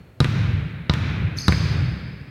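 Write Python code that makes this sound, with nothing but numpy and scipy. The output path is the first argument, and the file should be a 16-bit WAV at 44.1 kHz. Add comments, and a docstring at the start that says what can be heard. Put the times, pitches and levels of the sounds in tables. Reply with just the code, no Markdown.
"""Three basketball bounces in a large gym

A ball bounces three times on the sprung wooden floor of a large, empty gym, not far from the microphone.
Each bounce is a slap (filtered click), a deep thud with a floorboard knock and a short ping (dying sines).
A wall throws the bounce back and the hall booms on as bands of noise, each dying at its own rate.
A shoe squeaks from just before the third bounce: two gliding whistles and a rasp of noise.
Soft steps thump on the same floor; ventilation hums far off as steady noise over a faint dying hall tail."""
import sys
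import numpy as np
from scipy import signal
from scipy.fft import rfft, irfft, next_fast_len
from scipy.io import wavfile
from scipy.ndimage import uniform_filter1d

SR = 44100
rng = np.random.default_rng(int(sys.argv[2]) if len(sys.argv) > 2 else 0)


def int16_out(signal):
    """Quantize to a 16-bit WAV file."""
    q = np.round(np.clip(np.atleast_2d(signal).T, -1, 1) * 32767)
    wavfile.write(sys.argv[1], SR, q.astype(np.int16))


N = 101429
TIME = np.arange(N) / SR

# Slap of rubber on wood, before the level of each contact: frequency_hz, level_db
SLAP_SPECTRUM = [(40, 3), (200, 4), (500, 11.5), (1300, 13.5), (2600, 5), (5000, 5.5), (6700, -7),
                 (10000, -8.5), (16000, -20)]
# Thud of ball and floor, before the level of each contact: frequency_hz, level_db, t60_s
THUD_MODES = [(85.5, -11.5, 0.19), (145, -3.5, 0.059), (184, -17, 0.081)]
# Knock of the floorboards, before the level of each contact: frequency_hz, level_db, t60_s
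KNOCK_MODES = [(247, -20.5, 0.039), (318, -22.5, .035), (453, -27, 0.037), (727, -35, 0.057)]


def bounces():
    """Slap, thud and ping, a second push as the ball springs off, the wall's echo and the hall."""
    # One row per bounce: start_s, level_db, thud_db, knock_db, slap_brightness_hz,
    # rebound_delay_s, rebound_db, wall_echo_db, hall_db, hall_treble_db
    bounce_rows = [(0.2035, -2.5, -0.5, 1.5, 11000, .0082, 0, 0, 1.5, 0),
                   (0.8962, -1, -2.5, -4, 5790, 0.012, -9.5, -4.5, 1, -5),
                   (1.4817, -0.5, 0, 2.5, 13100, .0100, -1.5, -3, 0, 3.5)]
    thud_lag_s = .0007
    # The boom swells as it returns from the far end of the hall
    swell_s, swell_width_s, swell_db = .33, 0.03, 2.5
    swell = from_db(swell_db * bump(swell_s, swell_width_s))
    ping = ball_ping()
    out = 0
    for (start_s, level_db, thud_db, knock_db, bright_hz,
         rebound_s, rebound_db, echo_db, hall_db, treble_db) in bounce_rows:
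        floor = from_db(thud_db) * ring(THUD_MODES) + from_db(knock_db) * ring(KNOCK_MODES)
        thud = delay(floor, thud_lag_s)
        push = thud + from_db(rebound_db) * delay(thud, rebound_s)
        # A heavier thud leaves more bass in the hall; only the low boom swells
        boom = tone_colour(hall_boom(), thud_db, treble_db)
        boom = boom + (swell - 1) * low_pass(boom, hz=250)
        sound = ball_slap(bright_hz) + push + ping
        sound = sound + from_db(echo_db) * wall_echo(push, ping) + from_db(hall_db) * boom
        out = out + from_db(level_db) * delay(sound, start_s)
    return out


def ball_slap(bright_hz):
    """Rubber smacks on wood and crackles; a softer contact is duller. Near reflections follow."""
    lowpass = signal.butter(3, bright_hz, fs=SR, output="sos")
    slap = signal.sosfilt(lowpass, -click(SLAP_SPECTRUM))
    crackle = dying_noise(db=-15.5, t60=0.013)
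    near_reflections = dying_noise(db=-32.5, t60=0.22)
    return slap + through(slap, crackle + near_reflections)


def ball_ping():
    """The ball's air and skin ring up softly just after contact."""
    # Ring of air and skin, before the level of each bounce: frequency_hz, level_db, t60_s
    ping_modes = [(1003, -30.5, 0.2), (1210, -22.5, 0.077), (1350, -30.5, .09), (1436, -36, 0.24),
                  (1626, -35.5, .04), (2800, -37, 0.017), (3806, -15, 0.015), (3945, -13, 0.018),
                  (4450, -31, 0.013)]
    lag_s, top_hz = 0.001576, 5470
    lowpass = signal.butter(4, top_hz, fs=SR, output="sos")
    return signal.sosfilt(lowpass, delay(ring(ping_modes), lag_s))


def wall_echo(push, ping):
    """The nearest wall returns slap, ping and thud, the slap scattered by the seating."""
    # Slap thrown back by the wall, before the echo level of each bounce: frequency_hz, level_db
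    wall_spectrum = [(100, 5), (800, -5), (1500, 16.5), (2400, 12), (3500, 3.5), (5500, -2), (9000, -8),
                     (16000, -28)]
    delay_s, thud_db, ping_db = .0415, -6, -12
    scatter_db, scatter_t60_s, scatter_top_hz = -21.5, 0.074, 2200
    slap = -click(wall_spectrum)
    slap = slap + through(slap, dying_noise(db=-10.5, t60=0.0023))
    scattered = through(slap, dying_noise(scatter_db, scatter_t60_s))
    scattered = low_pass(scattered, scatter_top_hz)
    return delay(slap + scattered + from_db(ping_db) * ping + from_db(thud_db) * push, delay_s)


def hall_boom():
    """Diffuse reflections: each band holds while sound crosses the hall, then dies at its own rate."""
    # Boom of the hall, before the level of each contact: frequency_hz, level_db_per_hz, hold_s, t60_s
    hall_bands = [(31.2, -68, 0.13, 1.1), (57.4, -47, 0.39, 1.2), (83.4, -39, .33, 1.03),
                  (149.2, -41, 0.36, 1.44), (224.4, -55.5, 0.23, 2.39), (411, -65.5, 0.22, 2.53),
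                  (746, -73, 0.3, 1.65), (1095, -68.5, 0.18, 1.73), (1590, -66.5, 0.25, 2.24),
                  (1840, -68.5, 0.19, 2.82), (2440, -68, 0.29, 2), (2900, -74.5, 0.23, 2.02),
                  (3960, -72.5, 0.17, 1.62), (4530, -79.5, 0.17, 1.36), (5750, -83.5, 0.19, 0.9),
                  (7470, -89.5, 0.025, 1.21), (15800, -106, 0.06, 1.5)]
    size = next_fast_len(N, True)
    wash = rfft(noise(hall_bands), size)
    log_hz = np.log(np.maximum(np.arange(len(wash)) * SR / size, 1))
    log_centres = np.log([row[0] for row in hall_bands])
    out = 0
    # Each band is a triangle between its neighbours; together they add up to the whole wash
    for (_, _, hold_s, t60), pick in zip(hall_bands, np.eye(len(hall_bands))):
        band = irfft(wash * np.interp(log_hz, log_centres, pick), size)[:N]
        out = out + band * from_db(-60 * np.maximum(TIME - hold_s, 0) / t60)
    return out * hall_onset()


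def hall_onset():
    """Reflections thicken after a short gap."""
    gap_s, rise_s = 0.0023, 0.027
    return 1 - np.exp(-np.maximum(TIME - gap_s, 0) / rise_s)


def squeak():
    """The sole rasps and whistles; the higher the tone, the sooner the air swallows it."""
    # Two patches of sole slipping, before flutter and jitter: start_s, pitch_hz, level_db
    high_curve = [(1.365, 6540, -51), (1.371, 6350, -39), (1.380, 5923, -44), (1.390, 6250, -44),
                  (1.405, 6390, -35), (1.418, 6150, -34), (1.445, 6340, -55)]
    low_curve = [(1.370, 5510, -53), (1.376, 5410, -38), (1.382, 4906, -43), (1.388, 4580, -34),
                 (1.398, 5200, -43), (1.412, 4940, -36.5), (1.432, 4850, -38), (1.470, 4880, -46),
                 (1.510, 4930, -46), (1.525, 5020, -74)]
    high, high_octave = slip(high_curve)
    low, low_octave = slip(low_curve)
    shrill = high_octave + low_octave + sole_rasp()
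    return hall_trail(low, t60=1.62) + hall_trail(high, t60=1) + hall_trail(shrill, t60=.3)


def slip(curve):
    """Rubber sticking and slipping: an unsteady whistle with its octave."""
    jitter, flutter_db = .021, 5  # random spread of pitch (fraction) and of level
    fade_s, octave_db = .003, -19.5
    s, hz, db = np.transpose(curve)
    pitch_hz = np.interp(TIME, s, hz) * (1 + jitter * wobble(size=100))
    phase = 2 * np.pi * np.cumsum(pitch_hz) / SR
    grip = np.clip(np.minimum(TIME - s[0], s[-1] - TIME) / fade_s, 0, 1)
    level = from_db(np.interp(TIME, s, db) + flutter_db * wobble(size=200)) * grip
    return level * np.sin(phase), level * from_db(octave_db) * np.sin(2 * phase)


def sole_rasp():
    """Rasp of the sole under the squeak: a short swell of coloured noise."""
    # Rasp at its loudest: frequency_hz, level_db_per_hz
    rasp_spectrum = [(1500, -102), (2800, -85), (3800, -75), (5200, -77), (6400, -79), (7500, -93),
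                     (9500, -89), (11500, -85), (13000, -96), (15000, -112)]
    return noise(rasp_spectrum) * bump(centre_s=1.39, width_s=.014)


def hall_trail(x, t60):
    """A high sound with its trail in the hall, which builds up before it dies."""
    trail_db, build_s = -33, 0.039
    return x + through(x, dying_noise(trail_db, t60) * (1 - np.exp(-TIME / build_s)))


def steps():
    """Soft thumps on the same floor: its thud and knock, a faint slap and a shortened boom."""
    # One row per step: start_s, level_db
    step_rows = [(.006, -29), (2.213, -19)]
    knock_db, slap_db, hall_db = 2, -12.5, -10
    thump = ring(THUD_MODES) + from_db(knock_db) * ring(KNOCK_MODES)
    thump = from_db(-5.5) * (thump + from_db(slap_db) * click(SLAP_SPECTRUM))
    out = 0
    for start_s, level_db in step_rows:
        boom = from_db(hall_db) * hall_boom() * from_db(-40 * TIME)  # dies 40 dB/s faster
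        out = out + from_db(level_db) * delay(thump + boom, start_s)
    return out


def ventilation():
    """Distant air handling: steady noise, mostly low."""
    # Ventilation: frequency_hz, level_db_per_hz
    air_spectrum = [(25, -89), (95, -72.5), (200, -79.5), (400, -83), (800, -91), (1500, -100.5),
                    (2500, -102), (4000, -110), (5500, -115), (15000, -115)]
    return noise(air_spectrum)


def lingering_hall():
    """The hall still rings faintly at the start: coloured noise dying away."""
    # Hall tail at the first instant: frequency_hz, level_db_per_hz
    linger_spectrum = [(40, -72.5), (100, -63), (300, -82.5), (900, -96), (1400, -90.5), (1750, -92.5),
                       (2300, -92.5), (3200, -101), (4000, -104), (4330, -93.5), (4700, -112), (9000, -125)]
    t60_s = 1.64
    return noise(linger_spectrum) * from_db(-60 * TIME / t60_s)


def ring(modes):
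    """Struck modes dying away."""
    return sum(from_db(db - 60 * TIME / t60) * np.sin(2 * np.pi * hz * TIME) for hz, db, t60 in modes)


def click(spectrum, size=8192):
    """The sharpest causal click with this spectrum (minimum phase, by folding the cepstrum)."""
    hz = np.arange(size // 2 + 1) * SR / size
    cepstrum = irfft(np.log(from_db(at_hz(spectrum, hz))))
    cepstrum[1:size // 2] *= 2
    cepstrum[size // 2 + 1:] = 0
    return np.pad(irfft(np.exp(rfft(cepstrum))), (0, N - size))


def noise(spectrum):
    """Steady noise with a spectrum in dB per Hz."""
    size = next_fast_len(N, True)
    white = rfft(rng.standard_normal(size))
    hz = np.arange(len(white)) * SR / size
    return irfft(white * from_db(at_hz(spectrum, hz)), size)[:N] * np.sqrt(SR / 2)


def dying_noise(db, t60):
    """White noise dying away, a dense spray of reflections or crackles."""
    return from_db(db - 60 * TIME / t60) * rng.standard_normal(N)


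def wobble(size):
    """Quick random unsteadiness, spread 1, smoothed over size samples."""
    x = uniform_filter1d(rng.standard_normal(N), size=size)
    return x / x.std()


def bump(centre_s, width_s):
    """A smooth rise to 1 and fall around one moment."""
    return np.exp(-.5 * ((TIME - centre_s) / width_s) ** 2)


def tone_colour(x, bass_db, treble_db, bass_hz=400, treble_hz=5000):
    """Raise or lower the bass and the treble of a wash of noise."""
    size = next_fast_len(N, True)
    hz = np.arange(size // 2 + 1) * SR / size
    bass = bass_db / (1 + (hz / bass_hz) ** 2)
    treble = treble_db * hz ** 4 / (hz ** 4 + treble_hz ** 4)
    return irfft(rfft(x, size) * from_db(bass + treble), size)[:N]


def low_pass(x, hz):
    """Gentle treble cut."""
    return signal.sosfilt(signal.butter(1, hz, fs=SR, output="sos"), x)


def high_pass(x, hz):
    """Gentle low cut."""
    return signal.sosfilt(signal.butter(2, hz, "high", fs=SR, output="sos"), x)


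def through(x, response):
    """Pass a sound through an impulse response."""
    return signal.fftconvolve(x, response)[:N]


def delay(x, s):
    """The sound, s seconds later."""
    return np.pad(x, (max(round(s * SR), 0), 0))[:N]


def at_hz(points, hz):
    """Read the level column of a table along log frequency."""
    points = np.array(points)
    return np.interp(np.log(np.maximum(hz, 1)), np.log(points[:, 0]), points[:, 1])


def from_db(db):
    """Decibels to gain."""
    return 10 ** (np.asarray(db) / 20)


def scene():
    """Everything in the gym, on one channel."""
    return (bounces() + squeak() + steps() + ventilation() + lingering_hall())[None]


def record(dry):
    """The microphone loses the deepest bass and the top is cut."""
    mic_low_hz, cutoff_hz = 37.6, 16800
    sound = high_pass(high_pass(dry, mic_low_hz), mic_low_hz)
    return signal.sosfilt(signal.cheby2(16, 60, cutoff_hz, fs=SR, output="sos"), sound)


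dry = scene()
out = record(dry)
int16_out(out)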